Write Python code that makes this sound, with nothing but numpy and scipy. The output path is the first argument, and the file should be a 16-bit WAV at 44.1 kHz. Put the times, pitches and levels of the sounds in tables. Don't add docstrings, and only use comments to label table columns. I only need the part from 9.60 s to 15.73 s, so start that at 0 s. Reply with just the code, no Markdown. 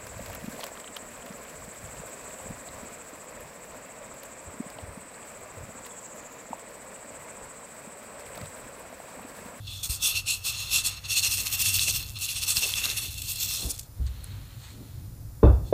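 import sys
import numpy as np
from scipy import signal
from scipy.fft import rfft, irfft, next_fast_len
from scipy.io import wavfile
from scipy.ndimage import uniform_filter1d

SR = 44100
rng = np.random.default_rng(int(sys.argv[2]) if len(sys.argv) > 2 else 0)


def output_pcm(signal):
    pcm = np.clip(np.atleast_2d(signal).T, -1, 1) * 32767
    wavfile.write(sys.argv[1], SR, np.round(pcm).astype(np.int16))


def ratio_of_db(decibels):
    return 10 ** (np.asarray(decibels, float) / 20)


N = 270333


def rms_one(x):
    return x / np.sqrt(np.mean(x ** 2) + 1e-20)


def in_time(rows):
    s, *columns = np.transpose(rows)
    return [np.interp(np.arange(N) / SR, s, c) for c in columns]


def filtered(x, order, hz, side):
    return signal.sosfilt(signal.butter(order, hz, side, fs=SR, output="sos"), x)


def coloured(x, spectrum):
    size = next_fast_len(N)
    hz, level_db = np.transpose(spectrum)
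    octave = np.log2(np.arange(size // 2 + 1) * SR / size + 1)
    below = np.maximum(np.log2(hz[0]) - octave, 0)
    above = np.maximum(octave - np.log2(hz[-1]), 0)
    gain = ratio_of_db(np.interp(octave, np.log2(hz), level_db) - 24 * (below + above))
    return rms_one(irfft(rfft(x, size) * gain, size)[:N])


def ring(clicks, hz, t60):
    r, w = ratio_of_db(-60 / (t60 * SR)), 2 * np.pi * hz / SR
    return signal.lfilter([0, np.sin(w)], [1, -2 * r * np.cos(w), r * r], clicks + 1e-18)


def grains(per_s, spread_db):
    sizes = ratio_of_db(spread_db * np.minimum(rng.exponential(1, N), 4.5)) * rng.choice([-1, 1], N)
    return rms_one(sizes * (rng.random(N) < per_s / SR))


def drift(rate):
    r = np.exp(-80 * np.pi * rate / SR)
    slow = signal.lfilter([1], [1, -2 * r, r * r], rng.standard_normal(N // 40 + 2002))[2000:]
    return np.repeat(rms_one(slow), 40)[:N]


def waves(rows, rise, flat):
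    body, bright, t = np.zeros(N), np.zeros(N), np.arange(N) / SR
    for s, level_db, half_ms, bright_db, *own in rows:
        rise = np.clip(own[0] if own else rise, .2, 1.5)
        near = slice(max(int((s - .4) * SR), 0), int((s + .4) * SR))
        side = np.where(t[near] < s, rise, 2 - rise)
        phase = (t[near] - s) * 1000 / max(half_ms, 3) / side
        bell = ratio_of_db(2 * (level_db - 6.8 * np.abs(phase) ** flat))
        body[near] += bell
        bright[near] += bell * ratio_of_db(2 * bright_db)
    return body, bright


def kitchen():
    # (time [s], level [dB])
    swell = [(0, -42), (.12, -46), (1.38, -48), (2.0, -43.5), (2.34, -39.5), (2.62, -47.5), (3.26, -45),
             (3.74, -44.5), (4.0, -45.5), (4.42, -44.5), (4.61, -42.5), (4.73, -40), (4.92, -42),
             (5.12, -47), (5.36, -39), (5.7, -43), (6.13, -34)]
    # (frequency [Hz], level [dB per Hz])
    room_tone = [(28, -2.5), (45, -6), (62, 2), (78, -8), (97, 4), (125, -5), (160, -13), (220, -21.5),
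                 (300, -23.5), (600, -43)]
    # (frequency [Hz], level [dB per Hz])
    hiss_colour = [(500, 4), (1500, -5), (3000, -13), (5000, -5.5), (7100, -8), (8500, -7.5), (10500, -3.5),
                   (12300, -9.5), (13700, -1.5), (15200, -5)]
    # (frequency [Hz], level [dB rms])
    whines = [(7127, -72), (13501, -77), (13873, -72), (14250, -70), (14626, -77)]
    swell_db, = in_time(swell)
    lumps_db = 1.2 * drift(6.0)
    rumble = ratio_of_db(swell_db + 2.0 + lumps_db) * coloured(rng.standard_normal(N), room_tone)
    hiss = ratio_of_db(-56.0) * coloured(rng.standard_normal(N), hiss_colour)
    t = np.arange(N) / SR
    whistles = sum(ratio_of_db(db + 3.0 + 1.5 * drift(4)) * np.sin(2 * np.pi * hz * t) for hz, db in whines)
    return rumble + hiss + whistles


def scuffs():
    # (time of peak [s], level [dB], half length [ms], centre [Hz])
    thumps = [(0.5, -59, 100, 534), (2.29, -49, 17, 650), (3.056, -46, 27, 570), (3.29, -53, 49, 580),
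              (3.45, -55, 44, 380), (4.065, -42, 41, 330), (4.05, -50.5, 56, 690), (1.82, -54.5, 47, 380),
              (0.49, -52, 4, 1100), (3.255, -44, 13, 1560), (4.409, -48.5, 20, 290), (5.2, -47, 61, 255),
              (6.075, -53, 20, 400), (4.745, -60, 20, 1300)]
    out, t = np.zeros(N), np.arange(-.2 * SR, .2 * SR) / SR
    for (s, level_db, half_ms, hz), noise in zip(thumps, rng.standard_normal((len(thumps), len(t)))):
        band = rms_one(filtered(noise, 2, [hz / 1.93, hz * 1.22], "band"))
        bell = ratio_of_db(level_db - 6 * (t * 1000 / half_ms) ** 2)
        at = round((s + t[0]) * SR)
        out[at:at + len(t)] += (band * bell)[:N - at]
    return out


def sleeve():
    # (time of crest [s], level [dB], half length [ms], bright part [dB])
    strokes = [
        (4.47, -50.5, 9.3, 1),
        (4.58, -56.5, 230, -10),
        (4.645, -59.5, 19, 4),
        (4.72, -56, 97, -10),
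        (4.92, -59, 110, -7),
        (5.05, -52, 65, -2.5),
        (5.26, -62, 140, -6),
        (6.075, -69, 34, 9),
    ]
    # (frequency [Hz], level [dB per Hz])
    dull_colour = [(900, -5), (1300, -3), (2200, -4), (3300, -3), (4300, -1), (4700, -19)]
    # (frequency [Hz], level [dB per Hz])
    bright_colour = [(3900, -6), (4300, 6), (4700, -5), (5500, -8), (6500, 1.5), (7200, -1), (8300, 3),
                     (9300, -10)]
    fibres = grains(per_s=12000, spread_db=3.5)
    dull, bright = np.sqrt(waves(strokes, rise=0.63, flat=1.65))
    return dull * coloured(fibres, dull_colour) + bright * coloured(fibres, bright_colour)


def knocks():
    # (time [s], blow on the steel [dB], push into the worktop [dB], push lag [ms],
    #          ring share [0-1], pitch of the thunk [ratio])
    blows = [
        (0.2938, -70, -16, 2.1, 0.14, 1),
        (1.16, -66, -29, 2.5, 0.07, 1),
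        (2.974, -79, -16.5, 2.6, 0.01, 1),
        (4.042, -72, -17, 7.7, 0.21, 1),
        (4.391, -51, -18, 6.7, 1, 1),
        (5.8298, -5, 1, 9, 0.77, 1),
        (5.846, -16.5, -2, 1.7, 0.4, 1),
        (6.1259, -4, -14, 6, 0.7, 1.09),
    ]
    # (frequency [Hz], level [dB], time to fade by 60 dB [s])
    steel_modes = [(168, -8, .3), (198, -1, .29), (251, -8, .27), (290, 1, .22), (312, 0, .25),
                   (359, -7, .25), (387, 1, .3), (415, -3, .15), (452, -5, .3), (475, -7, .3),
                   (565, -4, .28), (600, -3.5, .3), (630, -8, .23), (705, -21, .3), (790, -15, .25),
                   (846, -14, .28), (985, -11, .33), (1077, -7, .15), (1180, -14, .4), (1303, -17, .28),
                   (1604, -27, .24), (1850, -24, .14), (1965, -28, .16), (2640, -27, .3), (3530, -27, .22)]
    # (frequency [Hz], level [dB], time to fade by 60 dB [s])
    worktop_modes = [(46, -7, .4), (58, -12, .5), (64.6, 0, .65), (81, -15, .4), (95, -10, .45),
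                     (108, -11, .35), (135, -19, .4)]
    # (frequency [Hz], level [dB], time to fade by 60 dB [s])
    thunk_modes = [(301, -4.5, 0.093), (437, 5, 0.041), (546, -6, 0.027), (947, -15, 0.024),
                   (1290, -20, 0.03)]
    # (frequency [Hz], level [dB per Hz])
    echo_colour = [(150, -13), (350, -3), (700, -10), (1300, -19.5), (1850, -33.5), (2200, -42),
                   (2680, -30), (3100, -48), (3520, -29), (3900, -45), (4200, -43), (5000, -46)]
    near_t60_s, late_db, late_t60_s = 0.44, -18, 0.7
    contact_ms, softer = 0.15, 0.31
    settle_s, settle_db_per_s = 0.12, 400
    out, echo = np.zeros(N), coloured(rng.standard_normal(N), echo_colour)
    for s, blow_db, push_db, lag_ms, share, pitch in blows:
        at = round(s * SR)
        t = np.arange(min(N - at, int(.4 * SR))) / SR
        share = np.clip(share, .05, 1)

        steel = 0
        for k, (hz, db, t60) in enumerate(steel_modes):
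            fade = ratio_of_db(db - 14.0 - 60 * t / (t60 * share))
            steel = steel + (-1) ** k * fade * np.sin(2 * np.pi * hz * t)
        steel = steel * np.minimum(t / 0.0029, 1)
        thunk = sum(ratio_of_db(db - 60 * t / t60) * np.sin(2 * np.pi * hz * pitch * t) for hz, db, t60 in thunk_modes)
        thunk = thunk * np.minimum(t / 0.0042, 1)
        fade = ratio_of_db(-60 * t / (near_t60_s * share)) + ratio_of_db(late_db - 60 * t / late_t60_s)
        room = ratio_of_db(-16.0) * echo[at:at + len(t)] * fade * np.minimum(t / 0.0023, 1)
        soft = np.exp(-1000 / (contact_ms * ratio_of_db(-softer * blow_db) * 0.3 * SR))
        blow = signal.lfilter([1 - soft], [1, -soft], ratio_of_db(-0.5) * steel + thunk + room)

        late = np.maximum(t - lag_ms / 1000, 0)
        push = -sum(ratio_of_db(db - 60 * late / (t60 * share)) * np.sin(2 * np.pi * hz * late)
                    for hz, db, t60 in worktop_modes)
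        push = push * ratio_of_db(-settle_db_per_s * np.maximum(late - settle_s, 0))
        push = push * (1 - np.exp(-late / 0.0086))
        out[at:at + len(t)] += ratio_of_db(blow_db) * blow + ratio_of_db(push_db - 0.5) * push
    return out


def ticks():
    # (time [s], peak [dB], pitch [Hz], click [dB])
    snaps = [(1.8697, -20, 2700, -6), (2.0597, -12, 2700, -2), (2.1868, -9, 2700, 3),
             (2.194, -1.5, 3920, -5), (2.2835, -6.5, 2630, -15), (2.2984, -8, 4440, -5),
             (2.9695, -1, 5000, 0), (3.1383, -3, 3320, -4), (3.2406, -6, 3800, -3), (3.256, -2.5, 4100, -3),
             (3.3004, -5, 3900, -10), (4.4668, -30, 4430, 2), (4.6427, -14, 10850, -18),
             (4.6429, -23, 8850, -25)]
    t60_ms, dull_hz = 6.7, 9000
    out, t = np.zeros(N + 900), np.arange(900) / SR
    for (s, peak_db, hz, click_db), noise in zip(snaps, rng.standard_normal((len(snaps), 900))):
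        fade = ratio_of_db(-60000 * t / t60_ms * np.sqrt(hz / 4000)) * np.minimum(t / .0002, 1)
        click = ratio_of_db(click_db) * filtered(noise, 2, dull_hz, "low") * np.exp(-t / 0.00041)
        at = round(s * SR)
        out[at:at + 900] += ratio_of_db(peak_db - 7.5) * (fade * np.sin(2 * np.pi * hz * t) + click)
    return filtered(out[:N], 3, 1800, "high")


def drops():
    # (time [s], peak [dB], pitch [Hz])
    clear_drops = [(0.0726, -31, 5050), (0.4232, -21, 5120), (0.604, -25, 6230), (1.3228, -24, 5000),
                   (1.3413, -29, 6430), (1.3725, -30, 4090), (1.4568, -25, 4720), (1.6485, -7, 6380),
                   (1.694, -18, 5880), (1.7619, -14, 9650), (1.7733, -14, 6610), (1.7806, -14, 6710),
                   (1.8054, -15, 6700), (1.8134, -18, 8880), (1.8251, -18, 9930), (1.8342, -21, 8100),
                   (1.853, -19, 8530), (1.8696, -7, 7780), (1.8789, -17, 7750), (1.8827, -17, 7440),
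                   (1.9272, -10, 8000), (1.9935, -13, 6570), (2.0208, -9, 8470), (2.0244, -10, 9560),
                   (2.1686, -6, 7250), (2.1873, -11, 8820), (2.3255, -13, 9480), (2.3602, -12, 8060),
                   (2.3971, -24, 6400), (2.4269, -19, 5110), (2.4463, -25, 10040), (2.4666, -24, 12050),
                   (2.4806, -26, 7950), (2.4888, -26, 5740), (2.4958, -20, 8040), (2.503, -22, 8290),
                   (2.5094, -27, 9030), (2.5189, -26, 9130), (2.5364, -30, 10510), (2.588, -22, 7590),
                   (2.6559, -18, 6250), (2.7141, -18, 10710), (2.7193, -21, 6930), (2.7283, -18, 9800),
                   (2.733, -19, 8700), (2.7385, -22, 7870), (2.7471, -20, 10230), (2.8145, -21, 10610),
                   (2.8299, -15, 7360), (2.86, -21, 11540), (2.9467, -21, 7190), (2.9927, -15, 6260),
                   (3.0096, -17, 9510), (3.0683, -13, 8820), (3.1331, -17, 7980), (3.1521, -20, 5440),
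                  (3.1569, -18, 5010), (3.2227, -22, 8890), (3.2771, -18, 7300), (3.286, -20, 6160),
                  (3.294, -14, 7530), (3.313, -18, 6830), (3.3755, -13, 8030), (3.4111, -20, 8480),
                  (3.4298, -20, 9970), (3.4578, -21, 5800), (3.4816, -25, 9550), (3.508, -24, 12340),
                  (3.5187, -24, 11520), (3.5264, -25, 7680), (3.5317, -24, 10740), (3.5422, -22, 8190),
                  (3.6191, -14, 8240), (3.6222, -23, 5480), (3.6382, -25, 7330), (3.6512, -25, 7610),
                  (3.6588, -25, 6120), (3.6729, -21, 7980), (3.7192, -15, 8480), (3.7598, -20, 9750),
                  (3.7707, -23, 10300), (3.8358, -13, 8250), (3.8596, -18, 8260), (3.8903, -18, 6910),
                  (3.9, -18, 6030), (3.9109, -15, 6710), (3.9697, -16, 10710), (4.0096, -20, 6480),
                  (4.0346, -22, 7490), (4.0431, -21, 7140), (4.0628, -18, 7850), (4.091, -22, 9730),
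                  (4.0951, -24, 7550), (4.0998, -21, 10050), (4.1049, -21, 8480), (4.115, -15, 10020),
                  (4.1423, -23, 11060), (4.1484, -25, 7860), (4.1634, -30, 7220), (4.1796, -27, 9210),
                  (4.1889, -23, 11650), (4.1925, -23, 13800), (4.1949, -16.5, 10500), (4.2144, -29, 8620),
                  (4.2319, -34, 11720)]
    cycles, click_db, click_ms = 6.0, -3, .25
    scatter_db, scatter_ms = -16, 1.5
    rows = clear_drops
    out, t = np.zeros(N), np.arange(200) / SR
    for (s, peak_db, hz), noise in zip(rows, rng.standard_normal((len(rows), 200))):
        at = round(s * SR) - 3
        tone = ratio_of_db(-60 * t * hz / cycles) * np.sin(2 * np.pi * hz * t)
        click = ratio_of_db(click_db) * noise * np.exp(-1000 * t / click_ms)
        scatter = ratio_of_db(scatter_db) * noise[::-1] * np.exp(-1000 * t / scatter_ms)
        landing = filtered(tone + click + scatter, 3, 3000, "high")
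        out[at:at + 200] += ratio_of_db(peak_db - 0.7) * landing / np.abs(landing).max()
    return out


def landings():
    # (time [s], landings per second [1/s], level [dB])
    fall = [
        (1.4, 29, -67),
        (1.75, 90, -27.5),
        (2.2, 340, -34),
        (2.5, 60, -40),
        (2.9, 85, -44),
        (3.27, 670, -41),
        (3.62, 240, -39.5),
        (4.02, 260, -38),
        (4.13, 100, -40),
    ]
    per_s, level_db = in_time(fall)
    t = np.arange(N) / SR
    falling = (t > fall[0][0]) * (t < fall[-1][0])
    clicks = grains(per_s * 2 * ratio_of_db(3.5 * drift(15.0)) * falling, spread_db=1.2)
    pitches, dealt = np.geomspace(4000, 14500, 10), rng.integers(0, 10, N)
    rings = sum(ring(clicks * (dealt == k), hz, 2.3 / hz) * 5000 / hz for k, hz in enumerate(pitches))
    return ratio_of_db(level_db - 8.0) * rms_one(np.diff(rings, n=2, prepend=[0, 0]))


def heap_thuds(shared):
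    # (time [s], level [dB], upper part [dB], hollow ring [dB])
    clumps = [(.1, 0, -10, -10), (.3, 5.5, -5, -10), (.5, 2.5, -19, -1), (.7, -0.5, -19, -8),
              (.9, 2, -2, 3.5), (1.15, 3, -3, -4), (1.4, 4.5, 4, 0), (1.55, -1.5, 3, -6), (1.9, 4, 5, -1),
              (2.2, 0, 3, 1), (2.45, 2, 1, -11), (2.58, -2.5, -5, 12), (2.72, -1.5, 7, -6),
              (2.9, 2.5, -0.5, 4), (3.15, 5.5, 3, -18), (3.28, 6.5, 7.5, 1), (3.55, -4.5, 5, -12),
              (4.0, 2.5, -1, -4)]
    # (frequency [Hz], level [dB per Hz])
    heap_colour = [(200, 5.5), (350, -3), (700, -2), (1250, 4.5), (1600, -1), (2100, 2), (2600, -1)]
    weight_db, upper_db, hollow_db = in_time(clumps)
    thuds = coloured(grains(per_s=3000, spread_db=3.0), heap_colour)
    low, high = (filtered(thuds, 5, 1720, side) for side in ("low", "high"))
    hollow = rms_one(ring(shared, hz=1240, t60=0.032))
    return ratio_of_db(weight_db - 32.0) * (low + ratio_of_db(upper_db) * high + ratio_of_db(hollow_db - 8.5) * hollow)


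def dry_crackle(shared):
    # (frequency [Hz], level [dB per Hz])
    crackle_colour = [(2300, 9), (3000, -12), (4800, -2.5), (6000, 0), (8000, 1.5), (9600, 0.5),
                      (10100, -4), (10800, -0.5), (13000, -2), (15000, -2)]
    dry = coloured(1.1 * shared + grains(per_s=9000, spread_db=2.5), crackle_colour)
    edges = np.geomspace(2500, 16000, 15)
    dry = sum(ratio_of_db(3.04 * drift(5.6)) * filtered(dry, 2, band, "band") * (-1) ** k
              for k, band in enumerate(zip(edges, edges[1:])))
    return filtered(dry, 4, 2300, "high")


def dish_ring(shared):
    # (frequency [Hz], width [Hz], level [dB])
    modes = [(2530, 290, -1), (2700, 198, 7.5), (3415, 127, 5), (3544, 480, 1.5), (4178, 284, 6.5),
             (4434, 145, 6), (5064, 150, -3), (5440, 280, -0.5), (6600, 236, 3), (8080, 860, -12),
             (8080, 950, -4.5), (9600, 170, -10), (10630, 220, -10), (12700, 1600, -29), (13600, 270, -30)]
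    # (time [s], second ring [dB], deepest ring [dB], third ring [dB])
    hold = [(0, 15.5, -6, 8), (.12, 12, -7, 4), (.22, 10, -12, 0), (.3, 0, -12, 1.5), (.45, 8.5, -5, -5),
            (.56, 1.5, -1.5, 1), (.7, -1, -3.5, 3), (.87, -0.5, -5.5, -0.5), (1.15, 3.5, -5.5, 1),
            (1.4, 1, -6, 1), (1.75, -0.5, -5.5, 0), (2.1, 2, -4.5, 0), (2.4, 1.5, -5.5, 1.5),
            (2.7, 3, -4.5, 1), (2.9, 2.5, -5, 1.5), (3.2, 3.5, -4, -1.5), (3.8, 5, -5.5, 3),
            (4.3, 4, -16, 2)]
    second_db, deepest_db, third_db = in_time(hold)
    grip_db = {1: deepest_db + 9.0, 2: second_db, 3: second_db, 4: third_db, 5: third_db}
    others = [grains(per_s=5000, spread_db=4.0) for _ in range(3)]
    dish = 0
    for k, (hz, width, level_db) in enumerate(modes):
        own = (0.83 * shared + 0.58 * others[k % 3]) * ratio_of_db(1.2 * drift(15.0))
        tone = np.sqrt(width) * rms_one(ring(own, hz, 4.2 / width))
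        dish = dish + (-1) ** k * ratio_of_db(grip_db.get(k, 0) + level_db) * tone
    return filtered(rms_one(dish), 6, 2350, "high")


def strips():
    # (time [s], level [dB])
    trickle = [(0, -65), (.11, -40), (.27, -55), (.52, -29.5), (.64, -48), (.81, -45), (.95, -31.5),
               (1.24, -38), (1.41, -49.5), (1.7, -37.5), (2.2, -29.5), (2.4, -37), (2.53, -48.5),
               (2.8, -38), (3.2, -32.5), (3.56, -42), (4.03, -34), (4.27, -60)]
    # (time of crest [s], level [dB], half length [ms],
    #                                    dry crackle [dB], rise share [ratio])
    loosen = [(0.082, -42, 18, -25, 0.66), (0.14, -43.5, 100, -4.5, 0.54), (0.237, -31.5, 19, 0.5, 0.35),
              (0.301, -31.5, 33, -1.5, .25), (0.46, -24.5, 40, -2, 0.8), (0.568, -26, 26, -5, 0.76),
              (0.689, -24.5, 41, -6, 0.5), (0.866, -24.5, 31.6, -4.5, 0.65), (1.01, -33, 40, -8, 0.72),
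              (1.153, -21.5, 43.4, -4.5, 0.85), (1.263, -24.5, 23.7, -4, 0.75),
              (1.315, -34.5, 32, -17, 0.88), (1.376, -38.5, 13.5, -29, 0.97),
              (1.455, -32.5, 14.4, -32, 0.96)]
    # (time of crest [s], level [dB],
    # half length [ms], dry crackle [dB])
    pour = [(1.523, -23.5, 27.3, -6.5), (1.58, -18, 21, -6.5), (1.653, -21, 30.3, -6.5),
            (1.727, -24.5, 26, -2.5), (1.792, -30.5, 29, -2.5), (1.87, -27, 12, -8), (1.94, -27.5, 18, 1),
            (2.01, -25, 20, 1), (2.075, -23, 30.5, -1.5), (2.154, -25.5, 20, 2.5), (2.225, -27, 35, -0.5),
            (2.292, -24, 21.4, -3.5), (2.358, -28, 23, -3), (2.414, -33, 26, -19),
            (2.569, -33, 10, -31), (2.637, -29, 30, -3.5), (2.702, -29, 25, -5), (2.774, -30, 25, -4),
             (2.834, -25.5, 15, -5.5), (2.901, -24.5, 29, -2.5), (2.975, -24.5, 23, -3),
             (3.034, -23.5, 22, -4.5), (3.086, -30.5, 41, -4), (3.178, -26.5, 20, -7), (3.25, -27, 16, -5),
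             (3.305, -29, 23, -7.5), (3.382, -27.5, 16, -3.5), (3.44, -33.5, 35, -3.5),
             (3.586, -37, 14, -4), (3.6215, -32, 2.6, -3.5), (3.706, -31.5, 28, 0.5), (3.759, -33, 3, 1),
             (3.772, -42, 3, 4), (3.826, -30, 32, 0.5), (3.93, -31, 52, -1.5), (4.108, -40, 11, 8),
             (4.151, -51, 6.1, 0), (4.163, -54, 4, 6), (4.18, -54, 3, 8), (4.197, -49, 5.5, 12),
             (4.212, -54, 5, 8), (4.23, -60, 8, 8), (6.085, -53.5, 37, -25)]
    trickle_db, = in_time(trickle)
    t = np.arange(N) / SR
    dry_db = trickle_db - 14 + 2.5 * t
    pouring = np.arange(N) < trickle[-1][0] * SR
    slow_shakes = waves(loosen, rise=0.99, flat=2.46)
    quick_shakes = waves(pour, rise=0.99, flat=2.39)
    body, crackle = np.add(slow_shakes, quick_shakes)
    body = np.sqrt(body + pouring * ratio_of_db(2 * (trickle_db - 0.5)))
    crackle = np.sqrt(crackle + pouring * ratio_of_db(2 * dry_db))

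    shared = grains(per_s=9000, spread_db=4.0)
    dish = ratio_of_db(-3.0 + 0.5 * drift(50.0)) * body * dish_ring(shared)
    dry = ratio_of_db(-1.36 + 0.7 * drift(50.0)) * crackle * dry_crackle(shared)
    mean_flow = uniform_filter1d(body, int(0.17 * SR)).clip(0)
    heap = heap_thuds(shared) * pouring * mean_flow ** 0.68
    pulse = 0.36 + 0.55 * body / (uniform_filter1d(body, size=8000) + 1e-5)
    return dish + dry + heap * pulse


def scene():
    background = kitchen() + scuffs() + sleeve()
    return (background + knocks() + ticks() + drops() + landings() + strips())[None]


def band_limit(x):
    return signal.sosfilt(signal.butter(12, 15750, fs=SR, output="sos"), x)


def record(dry):
    rounded = 1.177 * np.tanh(dry / 1.201)
    no_top = signal.sosfilt(signal.ellip(10, .5, 55, 15050, fs=SR, output="sos"), rounded)
    mix = filtered(no_top, 2, 30, "high")
    return band_limit(mix)


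dry = scene()
out = record(dry)
output_pcm(out)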